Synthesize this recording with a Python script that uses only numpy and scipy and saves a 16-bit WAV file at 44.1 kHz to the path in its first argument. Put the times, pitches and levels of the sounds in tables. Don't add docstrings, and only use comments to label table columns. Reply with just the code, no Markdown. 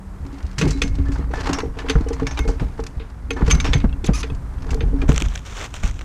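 import sys
import numpy as np
from scipy.fft import rfft, irfft, next_fast_len
from scipy.io import wavfile
from scipy.ndimage import uniform_filter1d, map_coordinates

SR = 44100
rng = np.random.default_rng(int(sys.argv[2]) if len(sys.argv) > 2 else 0)


def generate_wav(signal):
    frames = np.transpose(np.atleast_2d(signal))
    scaled = np.clip(frames, -1, 1) * 32767
    pcm = np.round(scaled).astype(np.int16)
    wavfile.write(sys.argv[1], SR, pcm)


N = 266364


# t/s, level/dB, treble share/dB
MESH_MOTION = [(0.0, -58, -18), (0.35, -47.5, 2.5), (0.56, -47.5, 1), (0.6, -37.5, 4), (0.8, -47.5, 12),
               (0.95, -52, 9), (1.18, -37, -8), (1.28, -48, -14), (1.35, -34, 3.5), (1.48, -28.5, 3.5),
               (1.59, -31.5, -19), (1.69, -55, -4), (1.8, -36.5, -6), (1.98, -39.5, -7), (2.33, -40.5, 1),
               (2.68, -50.5, 3.5), (3.29, -53, -6), (3.45, -41.5, 4), (3.5, -31, 12), (3.6, -39, -8),
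               (3.74, -36, 9), (3.86, -55, -3), (4.1, -50, -15), (4.16, -40, 15), (4.4, -55.5, -4),
               (4.7, -41, -2), (4.91, -51.5, -7), (5.03, -38, -8), (5.07, -42, -15)]
# t/s, level/dB
WIRE_TICKS = [(0.265, -37), (0.3267, -38), (0.342, -41), (0.385, -37), (0.428, -36.5), (0.4655, -35),
              (0.513, -37), (0.53, -40), (0.6543, -25), (0.7293, -29), (0.774, -33), (0.795, -36.5),
              (0.878, -26), (0.9535, -30.5), (1.0844, -35.5), (1.183, -34.5), (2.0094, -34),
              (2.3444, -33.5), (2.801, -30), (3.1, -41), (3.334, -31), (3.5494, -19), (3.78, -29),
              (4.349, -36), (4.622, -35), (4.667, -38)]
# f/Hz, level/dB
WIRE_SPECTRUM = [(2500, -25), (4300, -2), (6300, 6), (8500, -11), (11000, -8), (12000, -29), (15500, -40)]
# t/s, level/dB, dull share/dB, bright share/dB, fade/(dB per ms)
STEEL_CLANKS = [(0.582, -11, -23, -2.5, 0.6), (0.6126, -6, -24, -12, 1), (0.641, -30.5, 16.5, -14, 1),
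                (0.676, -24.5, -22, 0.5, 0.1), (0.707, -25, -30.5, 8.5, 1.5), (0.8178, -4, -20, -7.5, 1.04),
                (0.986, -30, 4, -11, 1.5), (1.118, -31.5, -22.5, -1, -0.1), (1.337, -13, 14, -17, 4),
                (1.342, -34, 5, -3, 0.2), (1.4097, -29, -12, 8.5, 3.5), (1.4906, -18, 7, -9, 0.7),
                (1.5305, -9, -2.5, -3, 1.3), (1.5856, -16, 4.5, -2, 1.5), (1.6027, -10.5, 4.5, -17, 2.7),
                (1.77, -34.5, 4, -10, 0.6), (1.7874, -21.5, 1.5, -9.5, 0.5), (1.8853, -12.5, -7, -13, 1.5),
                (1.8966, -3.5, -8, -11.5, 1), (1.9546, -32.5, 27, -19, 2), (2.0855, -27, 6, 8.5, 2.5),
                (2.13, -26, 5, 4, 1.2), (2.197, -28, 14.5, -9, 0.9), (2.2678, -13, -1.5, -7, 1.1),
                (2.31, -20, 4, -12, 1.2), (2.3734, -15.5, 0.5, -12, 0.7), (2.3904, -9, 3, -5, 3.5),
                (2.4765, -25.5, 8, -0.5, 0.35), (2.5966, -25.5, 8.5, -8, 0.7),
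                (2.7917, -31.5, 17.5, -10, 1.5), (2.8372, -24.5, -2, -0.5, 2.5),
                (2.8652, -20.5, -3, -1.5, 2), (2.997, -30, -3, -28.5, 0.3), (3.3057, -6.5, -30, -14, 1.8),
                (3.365, -29.5, 12.5, -11, 0.24), (3.409, -31, 12, -12, 1.8), (3.419, -30.5, 25, -24, 2.5),
                (3.462, -32, 2, -11, 0), (3.5034, -5.5, -27, -7, 2.5), (3.51, 0, -41, -6.5, 1.65),
                (3.6005, -7, -37, -9, 1.5), (3.6438, -13, 0.5, -9, 0.4), (3.674, -21, -9, -16, 1.5),
                (3.733, -3.5, -36, -14.5, 1), (3.801, -24, -5, -15, 1), (3.8432, -34, 19, -28, 2.5),
                (3.893, -33, -1, -31, 1.5), (3.927, -27, -1, -31, 3), (4.0427, -16.5, -6, -4.5, 1.2),
                (4.074, -24, -5, -13, 0.6), (4.1334, -22, -14.5, -12.5, 1.32), (4.2303, -14, -19, -14, 1),
                (4.3, -23.5, 0.5, -31, 2.5), (4.7056, -21.5, -3, -0.5, 1), (4.7436, -19, 5, 3.5, 4.5),
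                (4.8066, -14.5, -23, -43, 1.3), (5.016, -21.5, -2, -11, 0.9)]
BURST_RISES = (0.00057, 0.00085, 0.00076)
# f/Hz, level/dB
DULL_SPECTRUM = [(250, 9.5), (500, -3.5), (900, 3), (1500, -3.5), (2200, -14.5), (3500, -70)]
MIDDLE_SPECTRUM = [(900, -8), (1600, 4), (2500, 4.5), (3600, -1), (4800, -7.5), (7000, -39)]
BRIGHT_SPECTRUM = [(2500, -36), (4300, -1), (6300, -1), (7500, -5), (9000, -14.5), (12000, -23),
                   (15500, -42)]
# f/Hz, level/dB
SPARK_SPECTRUM = [(6000, -30), (8500, 3), (11000, 0), (14000, -10), (15800, -15)]
# f/Hz, level/dB, t60/s
CLACK_MODES = [(1115, -8, 0.079), (1440, -1.5, 0.041), (2530, 4, 0.046), (2747, -2, 0.022),
               (3517, 4, 0.024), (4640, -14, 0.022), (6300, -24, 0.023), (10100, -19, 0.027)]
# t/s, part name, level/dB
PART_RINGS = [(.25, "post", -33), (.33, "post", -32.5), (.613, "bracket", -41), (.64, "post", -17.5),
              (0.731, "tie", -43), (.66, "bracket", -41), (.75, "post", -25), (.819, "bracket", -39),
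              (.821, "hook", -31), (.84, "post", -30), (.985, "post", -24), (1.065, "brace", -50),
              (1.09, "post", -24), (1.185, "post", -30.5), (1.337, "brace", -44), (1.38, "brace", -46),
              (1.5, "post", -22.5), (1.531, "chain", -30), (1.54, "hook", -43), (1.788, "brace", -47),
              (1.9, "post", -28.5), (1.903, "hook", -38), (2.22, "post", -25), (2.267, "chain", -34.5),
              (2.269, "brace", -45), (2.27, "hook", -40.5), (2.31, "hook", -42.5), (2.395, "bracket", -37),
              (2.4, "hook", -44), (2.81, "post", -34), (3.305, "bracket", -43), (3.33, "post", -32.5),
              (3.366, "brace", -47), (3.51, "bracket", -34), (3.515, "hook", -20), (3.602, "chain", -44),
              (3.647, "chain", -34), (3.604, "hook", -37), (3.68, "post", -26.5), (3.735, "bracket", -38),
              (3.737, "hook", -35), (3.76, "post", -27), (3.94, "post", -37), (4.1, "post", -30),
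              (4.72, "post", -26.5), (4.76, "post", -33), (4.82, "post", -32), (4.94, "post", -22.5),
              (5.02, "post", -27)]
PART_MODES = {"hook": [(6110, -6.5, 0.19), (6220, -1, 0.13), (6290, 9.5, 0.061), (6500, 4, 0.04)],
              "chain": [(4300, -19, 0.094), (5320, -3, 0.21), (5600, -2.5, 0.25), (7200, -15, 0.11)],
              "bracket": [(2167, 1, 0.39), (2520, -15, .1)], "brace": [(1747, 13, 0.2), (2890, -21, 0.084)],
              "tie": [(3990, 1.5, 0.177)], "post": [(275.4, 3.5, 0.31), (370.6, -6.5, 0.14)]}
# t/s, level/dB, half-swing width/ms, following rumble/dB, frame ring/dB
WEIGHT_THUMPS = [(0.23, -21, 8.8, -28, -40), (0.447, -17, 8.5, -40, -49.5), (0.592, -31, 2.7, -43, -23),
                 (0.63, -10, 2.84, -37, -18), (0.67, -11, 1.46, -11, -18.5), (0.847, -16.5, 2.7, -27, -29),
                 (0.9, -28, 5.5, -24, -38), (1.001, -18.5, 3.5, -17, -33), (1.095, -24.5, 2.9, -22, -43),
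                 (1.2, -21, 3.5, -30, -25.5), (1.499, -12, 1.56, -25, -26), (1.661, -25, 4, -24, -27.5),
                 (1.96, -8.5, 3.76, -10.5, -31), (2.011, -16, 2.15, -23, -38),
                 (2.222, -22, 3.9, -17.5, -29), (2.33, -32, 5, -24.5, -38), (2.41, -28, 5, -17.5, -38),
                 (2.479, -22, 2.9, -15, -27.5), (2.619, -17, 4.6, -17, -21), (2.799, -28, 3.3, -25, -33),
                 (2.97, -32, 5, -22, -39.5), (3.426, -11.5, 2.46, -15, -24),
                 (3.486, -11.5, 4.2, -14.5, -19), (3.537, -10.5, 3.2, -13, -14.5),
                 (3.69, -25, 4.3, -13, -26.5), (3.758, -7, 3.76, -17, -25),
                 (3.846, -5.5, 2.43, -16.5, -21.5), (4.044, -17, 1.65, -32, -34),
                 (4.093, -4, 2.76, -11.5, -25), (4.32, -20.5, 4, -19, -36), (4.72, -30, 3.1, -16, -33),
                 (4.831, -26, 4, -14.5, -28.5), (5.038, -16.5, 1.86, -28, -36),
                 (5.0946, -4.5, 1.96, -8.5, -13), (5.223, -16.5, 1.7, -22, -26.5),
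                 (5.26, -26, 4.9, -15, -43), (5.841, -20.5, 2.8, -14, -35)]
# f/Hz, level/dB
SLAP_SPECTRUM = [(150, -10), (350, 0.5), (800, -10), (1500, -16.5), (3000, -38)]
# t/s, ground rumble level/dB
GATE_SWAY = [(0.0, -43), (0.72, -29.5), (0.87, -19), (1.06, -21), (1.43, -25.5), (1.75, -30.5),
             (2.14, -26.5), (2.61, -31.5), (3.06, -39), (3.33, -28), (3.6, -19.5), (4.41, -29.5),
             (4.59, -27), (4.89, -16), (5.08, -20.5), (5.37, -37.5), (5.63, -36.5), (6.04, -29.5)]
# f/Hz, level/dB
GROUND_SPECTRUM = [(8.8, -56), (15, -1), (64, 6), (75, -2), (124, -13), (158, -16.5), (221, -36),
                   (240, -17), (310, -43), (530, -120)]
# f/Hz, damping width/Hz, level/dB
PIPE_MODES = [(146.2, 49, 1), (272.6, 16.7, 0), (448, 88, -11.5)]
# t/s, level/dB
RAIL_KNOCKS = [(0.611, -24), (0.635, -23.5), (0.663, -22.5), (0.69, -28), (0.818, -24), (1.191, -32),
               (1.304, -32), (1.377, -29), (1.476, -28.5), (1.584, -28), (1.632, -20), (1.767, -31.5),
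               (1.845, -24.5), (1.896, -19), (1.955, -23.5), (2.063, -24.5), (2.106, -19), (2.219, -20),
               (2.39, -24.5), (2.453, -23.5), (2.489, -18.5), (2.621, -31), (2.793, -22), (3, -36.5),
               (3.307, -20.5), (3.406, -24.5), (3.479, -21), (3.653, -29), (3.732, -21), (3.839, -32),
               (4.041, -30.5), (4.091, -29.5), (4.239, -28.5), (4.3, -31.5), (4.661, -31.5), (4.727, -27),
               (4.748, -29), (4.775, -30), (4.809, -28), (4.835, -29), (4.93, -30), (5.019, -30.5),
               (5.09, -29), (5.117, -26.5)]
# f/Hz, level/dB, t60/s
RAIL_MODES = [(376.5, -6, 0.097), (432.2, 1.5, 0.1), (453.4, 1, 0.17), (807, -5.5, 0.063)]
# t/s, slip rate f/Hz, level/dB, roughness (clipped to 0-1)
SOLE_CHIRP = [(4.058, 4220, -46, .6), (4.063, 4050, -24, 0.39), (4.07, 3250, -27, 0.42),
              (4.077, 3000, -46, .9)]
SOLE_SQUEAK = [(4.13, 1150, -74.5, .3), (4.136, 1157, -33.5, 0.44), (4.155, 1260, -27.5, 0.45),
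               (4.175, 1600, -36, 1.1), (4.215, 1200, -34.5, 1.1), (4.226, 960, -54, 1.1)]
# f/Hz, level/dB
SOLE_SPECTRUM = [(530, -41), (900, -14), (1190, -6), (1720, -24), (2520, -7.5), (3410, -18.5), (6200, -6.5),
                 (7980, -24), (10600, -19), (12200, -40), (13400, -34), (15800, -52)]
# start t/s, length/s, level/dB, swell to the end/dB, low share/dB
LEAF_SCUFFS = [(5.079, 0.13, -40, -5.5, 5.5), (5.228, 0.033, -50.5, 2.5, 3.5),
               (5.281, 0.11, -50.5, -0.5, 5.5), (5.446, 0.1, -44, -1.5, -0.5), (5.542, .11, -41, 0.5, 7),
               (5.734, 0.038, -42.5, -0.5, 4), (5.792, .015, -47, 0, 1), (5.823, 0.076, -38.5, -7, 5)]
# t/s, level/dB, low share/dB
LEAF_SNAPS = [(5.0928, -17.5, 0), (5.1189, -20, 2), (5.1454, -20, -8), (5.162, -11, -6.5),
              (5.1792, -8.5, -4.5), (5.201, -18, -8), (5.204, -17, -4), (5.212, -16.5, -8),
              (5.2218, -7, -10.5), (5.2577, -27, -20), (5.285, -24, -10.5), (5.338, -30, -15),
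              (5.3543, -18, -3.5), (5.358, -18.5, 0), (5.392, -32, -12), (5.377, -23, -0.5),
              (5.613, -20, -14), (5.571, -20, -15), (5.741, -18, -7), (5.8353, -16, 2), (5.877, -22, -17),
              (5.912, -23, -16), (5.942, -33, -15), (5.992, -26.5, 0), (6.0113, -28.5, 3.5),
              (6.017, -30, -3)]
# f/Hz, level/dB
CRISP_SPECTRUM = [(2060, -7.5), (3500, -1.5), (4680, -16), (5910, -1), (7180, -2.5), (10600, -26),
                  (14500, -26), (15800, -45.5)]
CRUNCH_SPECTRUM = [(240, -13), (400, -1), (1010, -4.5), (1420, -1.5), (1550, -2), (2020, -5.5), (4500, -23),
                   (5850, -26), (9900, -120)]
# f/Hz, level/dB
AIR_SPECTRUM = [(24, -25), (40, 4), (73, -2.5), (109, -9), (289, -20.5), (335, -21.5), (596, -28.5),
                (935, -26), (1790, -35), (3110, -49), (8450, -48.5), (13900, -59), (15800, -74)]
# t/s, level/dB
HUM_LEVEL = [(0, -43), (.2, -46), (.26, -58), (.42, -47.5), (.56, -44), (.64, -80)]

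AIR_DB, HUM_HZ = -35, 194.4
TOP_HZ = 15900
FRAME_DB, POST_DB = -17.5, -22.5
JOLT_RISE_S, RUMBLE_T60, FRAME_T60, POST_T60 = 0.014, 0.39, 0.19, 0.29
KNOCK_TO_POST_DB = -9.5
SHIVER_DB, SHIVER_T60 = -44, 0.41
JINGLE_DB, JINGLE_CYCLES, WHISPER_DB = -6.5, 22, -32
TICK_T60 = 0.039
CLACK_SCATTER_DB = 3.5
HOOK_DB, HOOK_GROWS = -27, 1.65
SPARK_DB, SPARK_PER_FADE, SPARK_T60 = -46, 7.7, 0.014
SCUFF_ATTACK_S, SCUFF_RELEASE_T60, LEAF_REST_DB = 0.013, 0.11, -56.5
CRACK_DB, CRACK_SPREAD_DB = -0.5, 4.5


def mesh():
    return mesh_rub() + link_jingle() + wire_taps() + wire_ticks()


def mesh_rub():
    level_db, treble_db = curves(MESH_MOTION)
    gone = np.clip((MESH_MOTION[-1][0] + 0.046 - np.arange(N) / SR) / 0.049, 0, 1)
    grit = gone * amp(level_db - 2.5) * gritty(spiky_db=4.5, rate=150)
    middle = grit * amp(0.5 * treble_db - 10.5)
    bright = grit * amp(treble_db - 18.5)
    clank_s, clank_db, _, bright_db, _ = np.transpose(STEEL_CLANKS)
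    shiver_db = clank_db + 0.5 * bright_db + SHIVER_DB
    shiver = swells(clank_s, shiver_db, rise=0.002, t60=SHIVER_T60) * gritty(spiky_db=0.0, rate=160)
    rub = coloured(grit, DULL_SPECTRUM) + coloured(middle, MIDDLE_SPECTRUM)
    rub += coloured(bright, BRIGHT_SPECTRUM)
    return rub + coloured(shiver + grit * amp(WHISPER_DB), WIRE_SPECTRUM)


def link_jingle():
    level_db, treble_db = curves(MESH_MOTION)
    when, pitch, size = grains(count=700, t0=0, t1=MESH_MOTION[-1][0])
    at = (when * SR).astype(int)
    link_db = level_db[at] + 0.27 * treble_db[at] + JINGLE_DB + 2.0 * size - 6 * pitch
    return taps(when, link_db, 1100 * 5.5 ** pitch, JINGLE_CYCLES, size=1500)


def wire_taps():
    level_db, treble_db = curves(MESH_MOTION)
    when, pitch, size = grains(count=1200, t0=0, t1=MESH_MOTION[-1][0])
    at = (when * SR).astype(int)
    octaves = 3.2 * pitch
    slope_db = 0.2 * treble_db[at].clip(-30, 0) - 3.5
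    tap_db = level_db[at] - 6.5 + 3 * size + octaves * slope_db
    return taps(when, tap_db, 750 * 2 ** octaves, cycles=6.6)


def wire_ticks():
    ticks, t = np.zeros(N), np.arange(SR // 12) / SR
    for s, db in WIRE_TICKS:
        add(ticks, s, amp(db - 12.5 - 60 * t / TICK_T60))
    ticks *= rng.standard_normal(N)
    return coloured(ticks, MIDDLE_SPECTRUM) + coloured(ticks, BRIGHT_SPECTRUM)


def clanks():
    t = np.arange(SR // 3) / SR
    parts, clack, ring = np.zeros((3, N)), np.zeros(N), np.zeros(N)
    spark, post = np.zeros((2, N))
    for s, db, dull_db, bright_db, fade in STEEL_CLANKS:
        spark_db = db + 0.5 * bright_db + SPARK_DB + SPARK_PER_FADE * min(fade, 3.5)
        add(spark, s, amp(spark_db - 60 * t / SPARK_T60) * onset(t, 0.0008))
        fade = max(fade, 0.3)
        tail = 0.11 * min(1, 1.4 / fade) ** 2 * amp(-60 * t / 0.22)
        burst = amp(-1000 * fade * t) + tail
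        for part, share_db, rise in zip(parts, (dull_db, -1.5, bright_db), BURST_RISES):
            add(part, s, amp(db + share_db - 11.5) * burst * onset(t, rise))
        middle_db = -max(dull_db, bright_db + 6.5, 0)
        modes = ringing(CLACK_MODES, t, scatter_db=CLACK_SCATTER_DB, detune=0.0788)
        add(clack, s, amp(db - 17.0 + middle_db) * modes * onset(t, 0.00056))
        hook = ringing(PART_MODES["hook"], t, scatter_db=0.0, detune=0.0026) * onset(t, 0.002)
        add(ring, s, amp(HOOK_GROWS * db + middle_db + HOOK_DB) * hook)
    for s, name, db in PART_RINGS:
        modes = ringing(PART_MODES[name], t, scatter_db=1.0, detune=0.00214)
        add(post if name == "post" else ring, s, amp(db) * modes * onset(t, 0.0011))
    out = coloured(spark * gritty(spiky_db=2.0, rate=650), SPARK_SPECTRUM)
    for part, spectrum in zip(parts, (DULL_SPECTRUM, MIDDLE_SPECTRUM, BRIGHT_SPECTRUM)):
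        out += coloured(part * gritty(spiky_db=2.0, rate=300), spectrum)
    flutter = amp(2.4 * wobble(150))
    return out + clack + post + ring * flutter


def thumps():
    out, puff, t = np.zeros(N), np.zeros(N), np.arange(SR // 4) / SR
    lead = 0.012
    for s, db, width_ms, *_ in WEIGHT_THUMPS:
        u = (t - lead) * 1000 / width_ms
        swing = -np.cos(np.pi * u) * np.exp(-(u / np.where(u < 0, 1.2, 2.2)) ** 2)
        after = np.maximum(t - lead, 0)
        sway = 0.68 * np.sin(2 * np.pi * rng.uniform(52.4, 68.7) * after)
        sway *= amp(-60 * after / 0.14) * onset(after, 0.0048)
        add(out, s - lead, amp(db) * (swing + sway))
        add(puff, s - 0.004, amp(db - 11.5 - 1.84 * width_ms - 60 * t / 0.087))
    return out + coloured(puff * rng.standard_normal(N), SLAP_SPECTRUM)


def frame():
    sway = amp(curves(GATE_SWAY)[0])
    jolt_s, _, _, rumble_db, ring_db = np.transpose(WEIGHT_THUMPS)
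    knock_s, knock_db = np.transpose(RAIL_KNOCKS)
    ground = np.hypot(sway, swells(jolt_s, rumble_db, JOLT_RISE_S, RUMBLE_T60))
    pipe = np.hypot(sway * amp(FRAME_DB), swells(jolt_s, ring_db, JOLT_RISE_S, FRAME_T60))
    shaken = swells(knock_s, knock_db + KNOCK_TO_POST_DB, JOLT_RISE_S, POST_T60)
    post = np.hypot(sway * amp(POST_DB), shaken)
    out = ground * steady(coloured(rng.standard_normal(N), GROUND_SPECTRUM), span=0.068)
    for (hz, width, db), level in zip(PIPE_MODES, (pipe, post, post)):
        mode = lambda f: (f * width / (hz * hz - f * f + 1j * f * width)) ** 1.367
        out += level * amp(db) * steady(unit(filtered(rng.standard_normal(N), mode)), span=0.0326)
    t = np.arange(SR // 4) / SR
    for s, db in RAIL_KNOCKS:
        knock = ringing(RAIL_MODES, t, scatter_db=2.0, detune=0.019)
        add(out, s, amp(db - 2) * knock * onset(t, 0.0025))
    return out


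def squeak():
    t, out = np.arange(N) / SR, np.zeros(N)
    for slide in (SOLE_CHIRP, SOLE_SQUEAK):
        rate, level_db, rough = curves(slide)
        turns = np.cumsum(rate * (1 + 0.015 * wobble(200))) / SR
        slips = sum(np.cos(2 * np.pi * k * turns) * (k * rate < TOP_HZ) for k in range(1, 14))
        rough = np.clip(rough, 0, 1)
        sliding = (t > slide[0][0]) & (t < slide[-1][0])
        rubbing = (1 - rough) * unit(slips) + rough * rng.standard_normal(N)
        out += sliding * amp(level_db) * rubbing
    return coloured(out, SOLE_SPECTRUM)


def leaves():
    level_db, low_db = scuffing()
    crisp = amp(level_db - 1.5)
    crunch = crisp * amp(low_db)
    t, snap, thud = np.arange(SR // 20) / SR, np.zeros(N), np.zeros(N)
    for s, db, share_db in LEAF_SNAPS:
        add(snap, s, amp(db - 8.0 - 60 * t / 0.0074))
        add(thud, s, amp(db + share_db - 6.5 - 60 * t / 0.016))
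    snap_s, snap_db, share_db = np.transpose(LEAF_SNAPS)
    stem_hz = rng.uniform(1940, 3420, len(LEAF_SNAPS))
    pops = taps(snap_s, snap_db + 0.5 * share_db - 3.5, stem_hz, cycles=2.9)
    when, pitch, size = grains(count=900, t0=LEAF_SCUFFS[0][0], t1=N / SR)
    at = (when * SR).astype(int)
    grain_db = level_db[at] + (1 - pitch) * low_db[at] - 1.5 + 3 * size
    crackle = taps(when, grain_db, 1000 * 8 ** pitch, cycles=1.4)
    when, pitch, size = grains(count=400, t0=LEAF_SCUFFS[0][0], t1=N / SR)
    crack_db = level_db[(when * SR).astype(int)] + CRACK_DB + CRACK_SPREAD_DB * size
    crackle += taps(when, crack_db, 2200 * 4 ** pitch, cycles=2.8)
    grit = gritty(spiky_db=2.5, rate=360) * amp(1.7 * wobble(40))
    crisp = crisp * amp(1.8 * wobble(55))
    crunch = crunch * amp(2.0 * wobble(55))
    fine = gritty(spiky_db=1.5, rate=840)
    upper = coloured(crisp * grit + snap * fine, CRISP_SPECTRUM)
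    lower = coloured(crunch * grit + thud * fine, CRUNCH_SPECTRUM)
    return upper + lower + crackle + pops


def scuffing():
    t = np.arange(N) / SR
    power = amp(2 * LEAF_REST_DB) * (t > LEAF_SCUFFS[0][0])
    for s, length, db, swell_db, _ in LEAF_SCUFFS:
        held_db = db + swell_db * np.clip((t - s) / length, 0, 1)
        held_db -= 60 * np.maximum(t - s - length, 0) / SCUFF_RELEASE_T60
        power = power + (amp(held_db) * np.clip((t - s) / SCUFF_ATTACK_S, 0, 1)) ** 2
    start_s, length_s, _, _, low_db = np.transpose(LEAF_SCUFFS)
    return 10 * np.log10(power + 1e-20), np.interp(t, start_s + length_s / 2, low_db)


def distance():
    wind = amp(AIR_DB + wobble(2.62)) * coloured(rng.standard_normal(N), AIR_SPECTRUM)
    pitch_hz = HUM_HZ * (1 + 0.0278 * wobble(17.0))
    hum_db = curves(HUM_LEVEL)[0] + 4.5 + 1.8 * wobble(22.4)
    return wind + amp(hum_db) * np.sin(2 * np.pi * np.cumsum(pitch_hz) / SR)


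def amp(db):
    return 10 ** (np.asarray(db) / 20)


def unit(x):
    return x / np.sqrt(np.mean(x ** 2) + 1e-20)


def onset(t, rise):
    return 1 - np.exp(-t / rise)


def curves(rows):
    s, *cols = np.transpose(rows)
    return [np.interp(np.arange(N) / SR, s, c) for c in cols]


def wobble(rate):
    knots = rng.standard_normal(int(N * rate / SR) + 4)
    return map_coordinates(knots, [np.arange(N) * rate / SR])


def filtered(x, response):
    m = next_fast_len(N + 8192)
    return irfft(rfft(x, m) * response(np.fft.rfftfreq(m, 1 / SR)), m)[:N]


def coloured(x, points):
    f, v = np.transpose(points)
    return filtered(x, lambda hz: unit(amp(np.interp(np.log(hz + 1), np.log(f), v, -90, -90))))


def gritty(spiky_db, rate):
    return unit(rng.standard_normal(N) * amp(spiky_db * wobble(rate)))


def add(x, s, piece):
    part = x[round(s * SR):][:len(piece)]
    part += piece[:len(part)]


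def steady(x, span):
    return unit(x / np.sqrt(np.abs(uniform_filter1d(x * x, int(span * SR))) + 0.4))


def ringing(modes, t, scatter_db, detune):
    return sum(amp(db + rng.normal(0, scatter_db) - 60 * t / t60)
               * np.sin(2 * np.pi * hz * rng.normal(1, detune) * t)
               for hz, db, t60 in modes)


def taps(times, levels_db, pitches_hz, cycles, size=400):
    k = np.arange(size)
    turns = pitches_hz[:, None] * k / SR
    decay = np.exp(-turns / cycles) * (1 - k / len(k))
    waves = amp(levels_db)[:, None] * np.sin(2 * np.pi * turns) * decay
    at = (times * SR).astype(int)[:, None] + k
    return np.bincount(at.ravel(), waves.ravel(), N + len(k))[:N]


def grains(count, t0, t1):
    when, pitch, size = rng.random((count, 3)).T
    return t0 + (t1 - t0) * when, pitch, np.minimum(-np.log(1 - size), 4)


def swells(times, levels_db, rise, t60):
    power, t = np.zeros(N), np.arange(SR // 2) / SR
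    shape = (amp(-60 * np.maximum(t - rise, 0) / t60) * np.clip(t / rise, 0, 1)) ** 2
    for s, db in zip(times, levels_db):
        add(power, s - rise, amp(2 * db) * shape)
    return np.sqrt(power)


def scene():
    return (mesh() + clanks() + thumps() + frame() + squeak() + leaves() + distance())[None]


def record(dry):
    x = dry[0] / (1 + np.abs(dry[0] / 0.95) ** 6) ** (1 / 6)
    return filtered(x, lambda hz: hz < TOP_HZ)[None]


dry = scene()
out = record(dry)
generate_wav(out)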